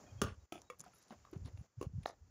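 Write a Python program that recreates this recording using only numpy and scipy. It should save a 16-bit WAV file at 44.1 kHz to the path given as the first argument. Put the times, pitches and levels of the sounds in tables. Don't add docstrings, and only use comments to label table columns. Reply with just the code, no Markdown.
import sys
import numpy as np
from scipy import signal
from scipy.fft import rfft, irfft
from scipy.io import wavfile
from scipy.ndimage import uniform_filter1d

SR = 44100
rng = np.random.default_rng(int(sys.argv[2]) if len(sys.argv) > 2 else 0)


def put_to_file(sound):
    columns = np.atleast_2d(sound).T
    safe = np.clip(columns, -1, 1)
    whole_steps = np.round(safe * 32767)
    wavfile.write(sys.argv[1], SR, whole_steps.astype(np.int16))


def volts_from_decibels(level):
    exponent = np.asarray(level, float) / 20
    return 10 ** exponent


N = 101429


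def curve(rows, t):
    return np.interp(t, *np.array(rows, float).T)


def shaped(points):
    corner_hz, level_db = np.array(points, float).T
    hz = np.maximum(np.fft.rfftfreq(N, 1 / SR), 1)
    colour = volts_from_decibels(np.interp(np.log(hz), np.log(corner_hz), level_db, left=-60))
    x = irfft(rfft(rng.standard_normal(N)) * colour, N)
    return x / x.std()


def band(x, hz, width_hz):
    b, a = signal.iirpeak(hz, hz / width_hz, fs=SR)
    y = signal.lfilter(b, a, signal.lfilter(b, a, x))
    return y / y.std()


def walk(rate):
    k = int(SR / rate)
    steps = np.repeat(rng.standard_normal(N // k + 1), k)
    w = uniform_filter1d(uniform_filter1d(steps, k), k)[:N]
    return w / w.std()


def fade(t, t60):
    return volts_from_decibels(-60 * t / max(t60, .001))


def add(out, s, x):
    i = max(int(s * SR), 0)
    out[i:i + len(x)] += x[:len(out) - i]


# f/Hz, level/dB
HISS_COLOUR = [(100, 0.5), (500, -3), (1430, -11), (3900, -22), (4500, -16.5), (7200, -10), (7900, -33),
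               (13500, -34.5)]
# t/s, level/dB
OPENING = [(0, 6), (.045, 5), (.06, 2), (.2, 0.5), (.3, -3.5), (.455, -1.5), (.465, -12), (.518, -11.5),
           (.525, 8.5), (.7, -4.5), (.9, -1), (1.3, -2), (1.66, -0.5), (1.675, -10), (1.75, -12),
           (1.81, 1.5), (1.9, -6.5), (2.05, 1), (2.15, -4), (2.3, -3.5)]
YARD_DB, WHINE_HZ, WHINE_DB = -71, 14800, -96.5


def yard(t):
    hiss, opening = shaped(HISS_COLOUR), curve(OPENING, t)
    low = signal.lfilter(*signal.butter(2, 1500, fs=SR), hiss)
    high = (hiss - low) * volts_from_decibels(1.6 * walk(12))
    high = high + volts_from_decibels(WHINE_DB - YARD_DB) * band(rng.standard_normal(N), WHINE_HZ, 900)
    low = low * volts_from_decibels(1.42 * opening + 2.0 * walk(13))
    return volts_from_decibels(YARD_DB) * (low + high * volts_from_decibels(opening))


# t/s, level/dB
GUST = [(0, -74), (.12, -61.5), (.3, -54), (.45, -87.5), (.49, -104), (.56, -74.5), (.85, -71.5),
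        (1.08, -86), (1.15, -68.5), (1.28, -73), (1.4, -52), (1.62, -67), (1.69, -82), (1.75, -89),
        (1.8, -49), (2.02, -59), (2.1, -75), (2.3, -63.5)]
# t/s, level/dB, f/Hz, width/s
BUFFETS = [(0.128, -45.5, 91.6, 0.023), (0.163, -42.5, 100, 0.028), (0.193, -49.5, 114, 0.021),
           (0.226, -32.5, 92, 0.0027), (0.248, -32, 98, 0.019), (0.288, -44, 99, 0.024),
           (0.32, -44, 82.4, 0.021), (0.382, -48, 74, 0.026), (0.431, -53, 68.7, 0.031),
           (1.366, -34, 114, 0.01), (1.433, -44.5, 98.5, 0.0069), (1.455, -36.5, 100, 0.016),
           (1.546, -41, 94, 0.031), (1.593, -40, 80.5, 0.019), (1.613, -41, 111, 0.0106),
           (1.784, -41, 112.3, 0.024), (1.869, -33, 114, 0.012), (1.941, -40, 128, 0.011),
           (1.962, -37, 104.2, 0.048), (1.985, -30.5, 112.4, 0.013), (2.007, -42, 112, 0.0055),
           (2.222, -52, 66, 0.032)]
RUMBLE_HZ, RUMBLE_WIDTH_HZ = 58, 64


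def wind(t):
    rumble = band(rng.standard_normal(N), RUMBLE_HZ, RUMBLE_WIDTH_HZ)
    out = volts_from_decibels(curve(GUST, t) + 2 * walk(16)) * rumble
    phases = rng.random(len(BUFFETS))
    for (s, db, hz, width), phase in zip(BUFFETS, phases):
        swell = np.exp(-(2.68 * (t - s) / max(width, .008)) ** 2)
        out = out + volts_from_decibels(db) * swell * np.cos(2 * np.pi * (hz * (t - s) + phase))
    return out


PUSH_S, PUSH_CYCLES = 0.00071, 0.49


def ring(t, modes):
    out = np.zeros(len(t))
    for hz, db, t60 in modes:
        build_up = 1 - np.exp(-t / (PUSH_S + PUSH_CYCLES / hz))
        out += volts_from_decibels(db) * build_up * fade(t, t60) * np.sin(-2 * np.pi * hz * t)
    return out


SCATTER_PER_S, SCATTER_DB, SCATTER_RISE_S = 9000, -20, .02
T60_LOW_S, T60_HIGH_S, SPLIT_HZ = .33, .08, 3000
ECHO_T60_S = 0.047
WALL_HZ, BLUR_S = 4200, 0.0011


def echoes(x, t, end_s, walls):
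    chance = rng.random(len(t)) < SCATTER_PER_S / SR
    scatter = chance * rng.standard_normal(len(t)) * np.clip(t / SCATTER_RISE_S, 0, 1) * volts_from_decibels(SCATTER_DB)
    low = signal.lfilter(*signal.butter(1, SPLIT_HZ, fs=SR), scatter)
    slaps = np.zeros(len(t))
    for lag_s, db in walls:
        blur = 0.11 * rng.standard_normal(len(t)) * np.exp(-t / BLUR_S)
        add(slaps, lag_s, volts_from_decibels(db) * ((t == 0) + blur))
    reply = low * fade(t, T60_LOW_S) + (scatter - low) * fade(t, T60_HIGH_S)
    reply = reply + signal.lfilter(*signal.butter(2, WALL_HZ, fs=SR), slaps)
    closing = np.clip((end_s - t) / 0.014 + 1, .1, 1)
    return signal.fftconvolve(x * fade(t, ECHO_T60_S), reply)[:len(t)] * closing


# t/s, level/dB, f/Hz, t60/s, grit level/dB
KNOCKS = [(.038, -50, 627, 0.028, -18.5), (.618, -53, 940, 0.012, -25.5), (.796, -53, 150, 0.12, -9),
          (.839, -39.5, 1250, 0.0072, 0.5), (.862, -49.5, 741, 0.049, -13), (.935, -59, 1360, 0.036, -24),
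          (1.105, -45, 223, 0.089, -11), (1.107, -44.5, 743, 0.026, -17), (1.125, -46, 620, 0.028, -11.5),
          (1.25, -43.5, 1174, 0.013, -7), (1.329, -35.5, 339, 0.034, -15), (1.356, -45, 400, 0.022, -14.5),
          (1.453, -47.5, 264, 0.086, -8), (1.482, -45, 500, 0.014, -16), (1.574, -57.5, 2700, 0.017, 3),
          (2.0558, -42, 900, 0.018, -3), (.075, -58, 720, .06, -15), (.0, -58, 1080, .03, -10)]
SOFT_HZ, KNOCK_ECHO_DB, KNOCK_ECHO_S = 3460, -1.5, 0.038


def knocks(grit):
    out, t = np.zeros(N), np.arange(int(.2 * SR)) / SR
    soft = signal.lfilter(*signal.butter(2, SOFT_HZ, fs=SR), grit) + .3 * grit
    soft = soft * volts_from_decibels(3.6 * walk(300))
    for s, db, hz, t60, grit_db in KNOCKS:
        scrape = soft[int(s * SR):][:len(t)] * (1 - np.exp(-t / 0.0027)) * fade(t, 1.74 * t60)
        direct = ring(t, [(hz, 0, t60)]) + volts_from_decibels(grit_db) * scrape
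        reply = echoes(direct, t, KNOCK_ECHO_S, [])
        add(out, s, volts_from_decibels(db) * (direct + volts_from_decibels(KNOCK_ECHO_DB) * reply))
    return out


# t/s, level/dB, f/Hz
TICKS = [(.6178, -50, 6000), (.788, -62, 10000), (.8385, -61, 9000), (.8445, -60, 7000), (.8515, -61, 5000),
         (.862, -60, 5500), (.8805, -62, 5000), (.9345, -58, 2200), (.9585, -63, 6900), (.9845, -68, 12000),
         (1.0175, -62, 6300), (1.0265, -58, 5800), (1.0365, -60, 5800), (1.082, -60, 5500),
         (1.099, -61, 4000), (1.108, -54, 3000), (1.187, -62, 2000), (1.574, -57, 3000), (1.251, -65, 4000),
         (1.313, -67, 11500), (1.3765, -64, 6500), (1.4585, -58, 6800), (1.5275, -68, 6000),
         (2.088, -58, 8000), (.2365, -46, 10000), (.5265, -56, 9800), (.543, -62, 10000),
         (2.056, -48, 2500), (.038, -55, 1200)]
TICK_T60_S, TICK_Q = .014, 1.5


def ticks():
    out, t = np.zeros(N), np.arange(int(.03 * SR)) / SR
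    for s, db, hz in TICKS:
        click = rng.standard_normal(len(t)) * fade(t, TICK_T60_S)
        b, a = signal.iirpeak(hz, TICK_Q, fs=SR)
        add(out, s, volts_from_decibels(db + 6) * signal.lfilter(b, a, signal.lfilter(b, a, click)))
    return out


# t/s, length/s, level/dB, f/Hz
PIPES = [(.058, 0.065, -64, 2454), (.058, .03, -69, 3230), (0.098, 0.022, -62, 3200),
         (.048, .04, -67, 1800), (.06, .035, -68, 1450), (0.175, 0.04, -65, 3240), (.17, .035, -70, 2520),
         (0.63, .1, -72, 3820), (0.935, 0.12, -74, 3820), (1.215, .08, -75, 3820), (.39, .05, -76, 3820)]


def birds():
    out, waver = np.zeros(N), walk(90)
    for s, length, db, hz in PIPES:
        w = waver[int(s * SR):][:int(length * SR)]
        loudness = volts_from_decibels(db - 9 + 5 * np.sin(3 * w)) * np.hanning(len(w)) ** .5
        cycles = np.cumsum(hz * (1 + .008 * w)) / SR
        add(out, s, loudness * np.sin(2 * np.pi * cycles))
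    return out


# f/Hz, level/dB, t60/s
ON_TILE = [(213, 7, 0.045), (401, 7.5, 0.05), (500, 0, .03), (1190, 7.5, 0.022), (1375, 2, .025),
           (2810, -4, 0.02), (3360, -6, 0.032), (4600, -9, .02), (5630, -9, 0.0088), (6310, -3, 0.024),
           (7410, -19.5, 0.061), (8880, -11.5, 0.017)]
ON_KERB = [(339, 8, 0.043), (689, 11, 0.02), (1294, -6.5, 0.083), (2505, 9.5, 0.0086), (3110, 3, 0.015),
           (3365, 1, 0.017), (6900, -32, 0.022)]
ON_POST = [(499, 4.5, 0.09), (1104, 1, 0.06), (1202, 10, 0.031), (1900, -9, 0.08), (2270, 6, 0.025),
           (2650, 0, 0.025), (3370, -10, 0.05), (6900, -12.5, 0.055)]
ON_PALM = [(312, 3, .03), (381, 10.5, 0.03), (454, -4.5, 0.075), (1079, 0.5, 0.031), (2746, -5, .012)]
CAUGHT = [(751, 16.5, 0.0072), (1120, 12.5, 0.0056), (1733, 1.5, 0.0091), (3920, 7.5, 0.0038)]
STRUCK = [ON_TILE, ON_KERB, ON_POST, ON_PALM, ON_PALM, CAUGHT]
# delay/s, level/dB
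MIDDLE = [(.010, -9.5), (.020, -4), (.024, -5), (.0305, -4), (.0395, -8), (.049, -12), (.055, -12),
          (.067, -15)]
EDGE = [(.023, -7), (.033, -7), (.043, -12), (.056, -9)]
CORNER = [(.015, -5), (.020, -4), (.036, -6), (.040, -4), (0.050, -8.5)]
PLACES = [MIDDLE, EDGE, EDGE, EDGE, EDGE, CORNER]
# t/s, level/dB, crack level/dB, echo level/dB, time until echoes fade out/s
CONTACTS = [
    (.2165, -30, -0.5, -6, .13),
    (0.5226, -43.5, -3, -3, 0.069),
    (.700, -48, -4.5, -11, 0.049),
    (1.8126, -38, -14, -18, 0.017),
    (1.8269, -41.5, -10, -3, 0.028),
    (2.0587, -28.5, -25, -14, 0.08),
]
FACING = [1, 1, 1, 1, 1, -1]
CRACK_T60_S, GRIT_TAIL_DB, GRIT_TAIL_T60_S = 0.023, -12.5, 0.14


def ball(grit):
    out, t = np.zeros(N), np.arange(int(.24 * SR)) / SR
    for contact, modes, walls, sign in zip(CONTACTS, STRUCK, PLACES, FACING):
        s, db, crack_db, echo_db, end_s = contact
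        noise = grit[int(s * SR):][:len(t)]
        direct = sign * ring(t, modes) + volts_from_decibels(crack_db) * noise * fade(t, CRACK_T60_S)
        closing = np.clip((end_s - t) / 0.021 + 1, .1, 1)
        tail = volts_from_decibels(crack_db + GRIT_TAIL_DB) * noise * fade(t, GRIT_TAIL_T60_S) * closing
        reply = volts_from_decibels(echo_db) * echoes(direct, t, end_s, walls)
        add(out, s, volts_from_decibels(db) * (direct + tail + reply))
    return out


# t/s, length/s,
# level/dB, f/Hz
SCUFFS = [(0.795, 0.0047, -49, 7560), (.804, 0.0027, -43.5, 6900), (.809, 0.0076, -54.5, 7000),
          (1.46, .04, -63, 600), (0.934, 0.049, -70, 10550), (.94, 0.062, -81, 13200),
          (0.983, 0.006, -68, 6350), (1.022, 0.014, -71, 10700), (1.33, .045, -63, 700),
          (1.446, 0.04, -64, 4100), (1.446, .035, -69, 9800), (1.575, .04, -77, 10200),
          (.796, .004, -58, 10000), (.804, .012, -60, 9800), (1.08, .02, -72, 9500),
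          (2.030, .011, -64, 2620), (2.03, .012, -70, 9800), (2.06, .045, -69, 10000),
          (.53, .065, -72, 9700), (1.105, .04, -60, 900), (.84, .045, -65, 1200), (.26, .06, -60, 2100),
          (2.059, 0.051, -59.5, 5540)]


def scuffs():
    out = np.zeros(N)
    for s, length, db, hz in SCUFFS:
        n = int(length * SR * 1.24)
        rough_db, q = 6, 9.0
        if hz < 9000:
            rough_db, q = 2, 2.2 if hz > 4000 else 1.0
        grain_levels = np.repeat(rng.standard_normal(25), 160)
        grains = rng.standard_normal(4000) * volts_from_decibels(rough_db * grain_levels)
        b, a = signal.iirpeak(hz, q, fs=SR)
        rub = signal.lfilter(b, a, signal.lfilter(b, a, grains))[:n]
        stroke = np.sin(np.pi * np.sqrt(np.arange(len(rub)) / n))
        add(out, s, volts_from_decibels(db + 9) * rub * stroke)
    return out


# f/Hz, level/dB
GRIT_COLOUR = [(150, 11.5), (700, 0.5), (4000, -8.5), (6800, 0), (8000, -17.5), (10000, -6.5),
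               (13000, -24.5), (15300, -8.5)]
PORT_DIP_HZ, PORT_DIP_Q = 8400, 4.0


def scene():
    t, grit = np.arange(N) / SR, shaped(GRIT_COLOUR)
    feet = signal.lfilter(*signal.iirnotch(PORT_DIP_HZ, PORT_DIP_Q, fs=SR), scuffs() + ticks())
    return (yard(t) + wind(t) + knocks(grit) + feet + birds() + ball(grit))[None]


def band_limit(x):
    return signal.sosfilt(signal.butter(12, 16640, fs=SR, output="sos"), x)


def record(dry):
    cut = signal.sosfilt(signal.butter(3, 55, "highpass", fs=SR, output="sos"), dry)
    cut = signal.sosfilt(signal.ellip(7, .5, 22, 15600, fs=SR, output="sos"), cut)
    return band_limit(cut)


dry = scene()
out = record(dry)
put_to_file(out)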